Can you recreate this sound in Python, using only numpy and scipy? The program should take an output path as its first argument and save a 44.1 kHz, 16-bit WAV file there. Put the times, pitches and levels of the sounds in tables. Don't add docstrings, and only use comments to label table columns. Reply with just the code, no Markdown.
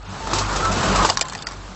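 import sys
import numpy as np
from scipy import signal
from scipy.fft import rfft, irfft
from scipy.io import wavfile
from scipy.ndimage import uniform_filter1d

SR = 44100
rng = np.random.default_rng(int(sys.argv[2]) if len(sys.argv) > 2 else 0)


def wav_out(sig):
    wavfile.write(sys.argv[1], SR, np.round(np.clip(np.atleast_2d(sig).T, -1, 1) * 32767).astype(np.int16))


def makeup_ratio(level_db):
    decades = np.asarray(level_db, float) / 20
    return 10 ** decades


N = 77175


def read(points, hz):
    f, value = np.transpose(points)
    return np.interp(np.log(hz + 1), np.log(f + 1), value, left=-60)


def evened(x):
    return x / np.sqrt(np.mean(x ** 2) + 1e-20)


def coloured(x, points):
    hz = np.fft.rfftfreq(len(x), 1 / SR)
    return irfft(rfft(x) * makeup_ratio(read(points, hz)), len(x))


def slow(rate_hz):
    size = int(SR / rate_hz)
    once = uniform_filter1d(rng.standard_normal(N), size)
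    return evened(uniform_filter1d(once, size))


def add(mix, s, sound):
    part = mix[round(s * SR):][:len(sound)]
    part += sound[:len(part)]


# f/Hz, level/dB
HISS = [(1500, -16), (2500, 6), (4500, 10.5), (6500, 9.5), (8300, 6.5)]


def contact_noise(noise):
    return evened(coloured(noise, HISS))


def chatter(noise, threshold, decay_s, t):
    bounces = np.sign(noise) * (abs(noise) > threshold)
    return bounces * np.exp(-t / decay_s) + (t == 0)


def hollow(hz, db, rise_s, t):
    t60 = 0.021
    return makeup_ratio(db - 60 * t / t60) * np.sin(2 * np.pi * hz * t) * np.minimum(t / rise_s, 1)


# t/s, peak level/dB, hollow f/Hz, hollow level/dB
LANDINGS = [
    (1.0495, -9, 952, 2),
    (1.0986, -0.5, 976, -7.5),
    (1.1022, -10, 694, 4),
    (1.1716, -4.5, 1058, -8.5),
    (1.1747, -15, 1100, -7),
    (1.2105, -4, 1340, -16),
    (1.2142, -8, 640, -5),
    (1.3499, -14.5, 960, -13),
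    (1.4688, -8.5, 1360, -10),
]
# f/Hz, width/Hz, level/dB
TUBES = [
    [(1650, 170, 0), (3380, 250, -2), (4020, 260, -11), (4580, 200, 4), (5360, 220, -11), (6580, 240, -7)],
    [(2020, 300, -7.5), (3700, 340, -7.5), (4830, 300, 4), (5400, 253, -6.5), (5850, 150, -10.5),
     (6260, 140, -13.5), (6710, 130, -1.5), (7180, 100, -3.5), (7800, 160, -6.5)],
    [(2880, 110, 9.5), (2220, 470, -6), (4300, 330, -13), (5300, 220, -24)],
    [(2250, 200, -8), (1710, 270, -3.5), (3740, 200, -7), (4590, 310, 1), (5200, 160, -12), (5670, 220, 1),
     (6500, 180, -13), (7060, 210, -9), (7920, 250, -23.5)],
    [(4400, 290, -3), (5270, 160, -2), (7200, 240, -5.5)],
    [(2300, 150, -3.5), (3000, 200, -9.5), (4300, 170, -9), (5060, 200, -4), (5940, 200, -9.5),
     (7250, 140, -1), (7910, 200, -4)],
    [(2300, 230, -6.5), (3610, 250, 1), (4300, 360, -6), (5200, 250, -12), (6330, 150, 0), (7500, 200, -18)],
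    [(1900, 190, -1), (2460, 225, -2), (3250, 300, -16), (4150, 340, -8), (4700, 270, -10), (5540, 360, -6),
     (7030, 260, -15)],
    [(1360, 230, -2), (1910, 190, 1), (3190, 140, -1), (4690, 150, 2.5), (6700, 430, -18), (7940, 270, -9)],
]


def landing(start, db, hollow_hz, hollow_db, tube):
    t = np.arange(4096) / SR
    noise, phase = rng.standard_normal((2, 4096)), rng.random(12)
    wall = np.zeros(4096)
    for (hz, width, level), u in zip(tube, phase):
        decay = width * np.exp(-np.pi * width * t)
        wall += makeup_ratio(level) * decay * np.sin(2 * np.pi * (hz * t + .5 * (u > .5)))
    bounce_share, crack_db, crack_s = .22, -11, .022
    blows = bounce_share * chatter(noise[1], 2.2, .003, t)
    blows[0] += 1 - bounce_share
    wall = signal.fftconvolve(wall, blows)[:4096]
    crack = makeup_ratio(crack_db - 60 * t / crack_s) * contact_noise(noise[0])
    struck = (wall / abs(wall).max() + crack) * np.minimum(t / 0.00026, 1)
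    delay_s = .0006
    return start + delay_s, makeup_ratio(db) * (struck + hollow(hollow_hz, hollow_db, 0.00069, t))


# t/s, peak level/dB, hollow f/Hz, hollow level/dB, liveliest wall f/Hz
TAPS = [(.3325, -18.5, 1026, 1.5, 4500), (1.0455, -19, 626, 9, 1500), (1.307, -31, 1000, -18, 4300),
        (1.0893, -13, 827, 2.5, 1900), (1.0925, -13, 1100, -2, 4600), (1.1174, -33, 920, 13, 5630),
        (1.1835, -28.5, 1020, 9.5, 4700), (1.1922, -15, 1060, -4, 3700), (1.2224, -15, 1055, -14, 2350),
        (1.2526, -22.5, 1030, -8, 4550), (1.2835, -18.5, 980, -14, 7350), (1.2968, -20, 990, -18, 4710),
        (1.3224, -22, 1030, 0, 2300), (1.3329, -18, 880, -23, 3750), (1.3554, -24, 743, 2, 1900),
        (1.3775, -27, 834, -10, 4600), (1.3884, -25, 800, -11, 3800), (1.4222, -20, 1050, -20, 4060),
        (1.4864, -24.5, 1050, -0.5, 4410), (1.5104, -28, 1150, 0, 1500), (1.5172, -28, 1000, -12, 6600),
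        (1.5218, -28, 1000, -1, 4800), (1.531, -27.5, 950, -4, 6800)]
# f/Hz, level/dB
WALL = [(1300, -20), (1750, 1), (1950, -2), (2290, -5), (2750, -11.5), (3170, -6.5), (3600, -1.5),
        (4300, -2.5), (4650, -0.5), (5220, -19), (5850, -26), (6400, -3.5), (7300, -1.5), (7850, -0.5)]


def tap(start, db, hollow_hz, hollow_db, lively_hz):
    t = np.arange(4096) / SR
    draw, noise = rng.standard_normal((len(WALL), 2)), rng.standard_normal((2, 4096))
    lively_db, lively_octaves = 9, 0.19
    wall_t60, treble_damping, spread, vary_db = 0.022, .45, .02, 1.5
    wall = np.zeros(4096)
    for (hz, level), (u, v) in zip(WALL, draw):
        boost = lively_db * np.exp(-(np.log2(hz / lively_hz) / lively_octaves) ** 2)
        fall = 60 * t / wall_t60 * (hz / 2500) ** treble_damping
        wall += makeup_ratio(vary_db * v + level + boost - fall) * np.sin(2 * np.pi * hz * (1 + spread * u) * t)
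    wall = signal.fftconvolve(wall, chatter(noise[1], 1.8, 0.0014, t))[:4096]
    crack_db, crack_s = -0.5, 0.02
    crack = makeup_ratio(crack_db - 60 * t / crack_s) * contact_noise(noise[0])
    struck = (wall / abs(wall).max() + .5 * crack) * np.minimum(t / 0.00052, 1)
    delay_s = .0006
    return start + delay_s, makeup_ratio(db) * (struck + hollow(hollow_hz, hollow_db, 0.00055, t))


def heap(x):
    level_db, t60 = -8.5, 0.043
    t = np.arange(6000) / SR
    tail = rng.standard_normal(6000) * makeup_ratio(-60 * t / t60) * (t > .001)
    return makeup_ratio(level_db) * signal.oaconvolve(x, tail / np.linalg.norm(tail))[:N]


# t/s, level/dB, low thud level/dB, length/s
STROKES = [(0.2735, -28, 14, 0.032), (0.313, -22, 5, 0.056), (0.3342, -9, 3, 0.096), (0.385, -6, -2, 0.05),
           (0.562, -10.5, 2, 0.037), (0.652, -15, 9, 0.02), (0.718, -11.5, -4.5, 0.051),
           (0.832, -25, -4, 0.06), (0.91, -26, 2, 0.04), (0.9607, -8, 3, 0.035), (1.05, -9, 7, 0.13)]
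# f/Hz, level/dB
STROKE = [(150, -18), (400, -4.5), (1200, 5.5), (2000, -12)]


def stroke(start, db, thud_db, length):
    t = np.arange(8192) / SR
    a, b = rng.standard_normal((2, 8192))
    burst_rise_s, thud_rise_s, thud_s = .005, 0.0015, 0.026
    burst = np.minimum(t / burst_rise_s, 1) * makeup_ratio(-20 * t / max(length, .005)) * contact_noise(a)
    thud = np.minimum(t / thud_rise_s, 1) * makeup_ratio(thud_db - 20 * t / thud_s) * evened(coloured(b, STROKE))
    return start - .003, 0.33 * makeup_ratio(db) * (burst + thud)


# t/s, length/s, level/dB, f/Hz
RINGS = [(.2, .1, -34, 890), (.615, .09, -21.5, 1315), (.642, .03, -31, 1572), (.7, .025, -27, 630),
         (.07, .09, -38, 190), (.69, .06, -27, 193), (.325, .03, -28, 340), (1.04, .022, -21, 420),
         (.345, .07, -30, 900), (1.68, .07, -42, 190), (1.099, .011, -24, 650), (.89, .06, -24, 195),
         (.975, .032, -25, 1128), (.988, .054, -21.5, 1257), (.952, .03, -26, 1290),
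         (1.232, .046, -34, 1035), (1.28, .09, -42, 190)]


def ring(start, length, db, hz):
    width_hz, fuzz = 20, .15
    t = np.arange(8192) / SR
    size = int(SR / width_hz / 2)
    a, b = uniform_filter1d(rng.standard_normal((2, 8192)), size, axis=1) * np.sqrt(size)
    swell = np.sin(np.pi * np.clip(t / length, 0, 1)) ** .5
    tone = (1 + fuzz * (a + 1j * b)) * np.exp(2j * np.pi * hz * t)
    return start, np.sqrt(2) * makeup_ratio(db) * swell * tone.imag


# t/s, level/dB, shaft throb level/dB, second order level/dB
GAIN = [(0.0, -44, -36, -61), (0.092, -36, -45, -35), (0.164, -32, -49, -40.5), (0.215, -33, -39.5, -45.5),
        (0.346, -23.5, -32, -33), (0.442, -27, -28, -30), (0.53, -23, -31, -39), (0.667, -23, -28, -29.5),
        (0.736, -23, -29, -30.5), (0.794, -21.5, -41, -38), (0.882, -20.5, -29, -31.5),
        (1.028, -18.5, -21.5, -29.5), (1.09, -26.5, -41, -35.5), (1.188, -35.5, -42.5, -45.5),
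        (1.378, -36, -49.5, -44), (1.496, -37.5, -41, -53), (1.588, -39, -38, -38.5),
        (1.75, -38, -40, -50.5)]


def control(col):
    table = np.array(GAIN)
    return np.interp(np.arange(N) / SR, table[:, 0], table[:, col])


# f as multiple of shaft speed, level/dB over machine
ORDERS_UP = [(3, -15), (4, -17), (5.2, -26.5)]


def motor():
    shaft_hz, waver_db = 48.27, 3
    turns = np.cumsum(shaft_hz * (1 + .01 * slow(8.5))) / SR
    out = np.zeros(N)
    for k in (1, 2):
        out += np.sqrt(2) * makeup_ratio(control(k + 1)) * np.sin(2 * np.pi * (k * turns + rng.random()))
    for k, db in ORDERS_UP:
        level_db = control(1) + db + waver_db * slow(4.8)
        out += makeup_ratio(level_db) * np.sin(2 * np.pi * (k * turns + rng.random()))
    return out


def rattle():
    level_db, rate_hz, spread_db, t60 = -17, 680, 7, 0.011
    size = makeup_ratio(spread_db * np.minimum(rng.exponential(1, N), 4)) * (rng.random(N) < rate_hz / SR)
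    kind, t, out = rng.integers(0, 16, N), np.arange(600) / SR, np.zeros(N)
    for k, hz in enumerate(np.geomspace(600, 7000, 16)):
        tick = makeup_ratio(-60 * t / t60) * np.sin(2 * np.pi * hz * t) * (600 / hz) ** 0.2
        out += signal.oaconvolve(size * (kind == k), tick)[:N]
    return makeup_ratio(level_db) * evened(out)


# f/Hz, level/dB per Hz
ROAR = [(20, -27.5), (45, -2.5), (140, -3), (520, -6.5), (900, -4), (1380, -5), (1950, -15), (4280, -16.5),
        (8300, -21)]


def roar():
    level_db, patchy_db, flicker_db = 0.5, 1.57, 1
    frames = N // 128 + 5
    a, b, patches = rng.standard_normal((frames, 257, 3)).T
    patches = uniform_filter1d(patches, size=4, axis=0)
    patches = evened(uniform_filter1d(patches, size=12, axis=1))
    flicker = evened(uniform_filter1d(rng.standard_normal(frames), size=4))
    z = (a + 1j * b) * makeup_ratio(patchy_db * patches + flicker_db * flicker)
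    noise = signal.istft(z, nperseg=512, noverlap=384)[1][:N]
    return makeup_ratio(level_db) * evened(coloured(noise, ROAR))


def scene():
    far, near = np.zeros(N), np.zeros(N)
    for row, tube in zip(LANDINGS, TUBES):
        add(near, *landing(*row, tube))
    for row in TAPS:
        add(near, *tap(*row))
    for row in STROKES:
        add(far, *stroke(*row))
    for row in RINGS:
        add(far, *ring(*row))
    machine = makeup_ratio(control(1)) * (roar() + rattle()) + motor()
    return (machine + far + near + heap(near))[None]


# t/s, length/s, lower f/Hz, upper f/Hz, share of bands lost (0-1)
DROPOUTS = [(1.437, .024, 5100, 7800, 1), (1.437, .024, 3000, 4100, 1), (1.455, .006, 2200, 8400, .97),
            (1.437, .006, 3900, 5300, .97), (1.234, .014, 3800, 7800, .7), (1.157, .008, 4300, 7800, .7),
            (1.198, .007, 3000, 8400, .7), (.06, .03, 7000, 7900, .8), (1.179, .012, 3000, 7800, .2),
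            (0, .11, 4500, 7800, .35), (.66, .05, 5500, 7800, .2), (1.25, .18, 4500, 7800, .15),
            (1.49, .09, 5000, 7800, .1)]


def dropouts(x):
    hz, t, z = signal.stft(x, SR, nperseg=256, noverlap=192)
    draw = rng.random((len(t) // 6 + 1, 33))
    draw = np.repeat(np.repeat(draw, 6, axis=0), 4, axis=1).T[:len(hz), :len(t)]
    lost = np.zeros(draw.shape, bool)
    for start, length, above_hz, below_hz, share in DROPOUTS:
        band = (hz[:, None] > above_hz) & (hz[:, None] < below_hz)
        lost |= (draw < share) & band & (t > start) & (t < start + length)
    lost_db = -37
    return signal.istft(z * makeup_ratio(lost_db * lost), SR, nperseg=256, noverlap=192)[1][:, :N]


def roll_off(x):
    return signal.sosfilt(signal.butter(12, 9040, fs=SR, output="sos"), x)


def record(dry):
    edge_hz = 7996
    lowpass = signal.firwin(301, edge_hz, window=("kaiser", 9), fs=SR)
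    x = signal.oaconvolve(dropouts(dry), lowpass[None], "same")
    mix = np.clip(x, -.95, .95)
    return roll_off(mix)


dry = scene()
out = record(dry)
wav_out(out)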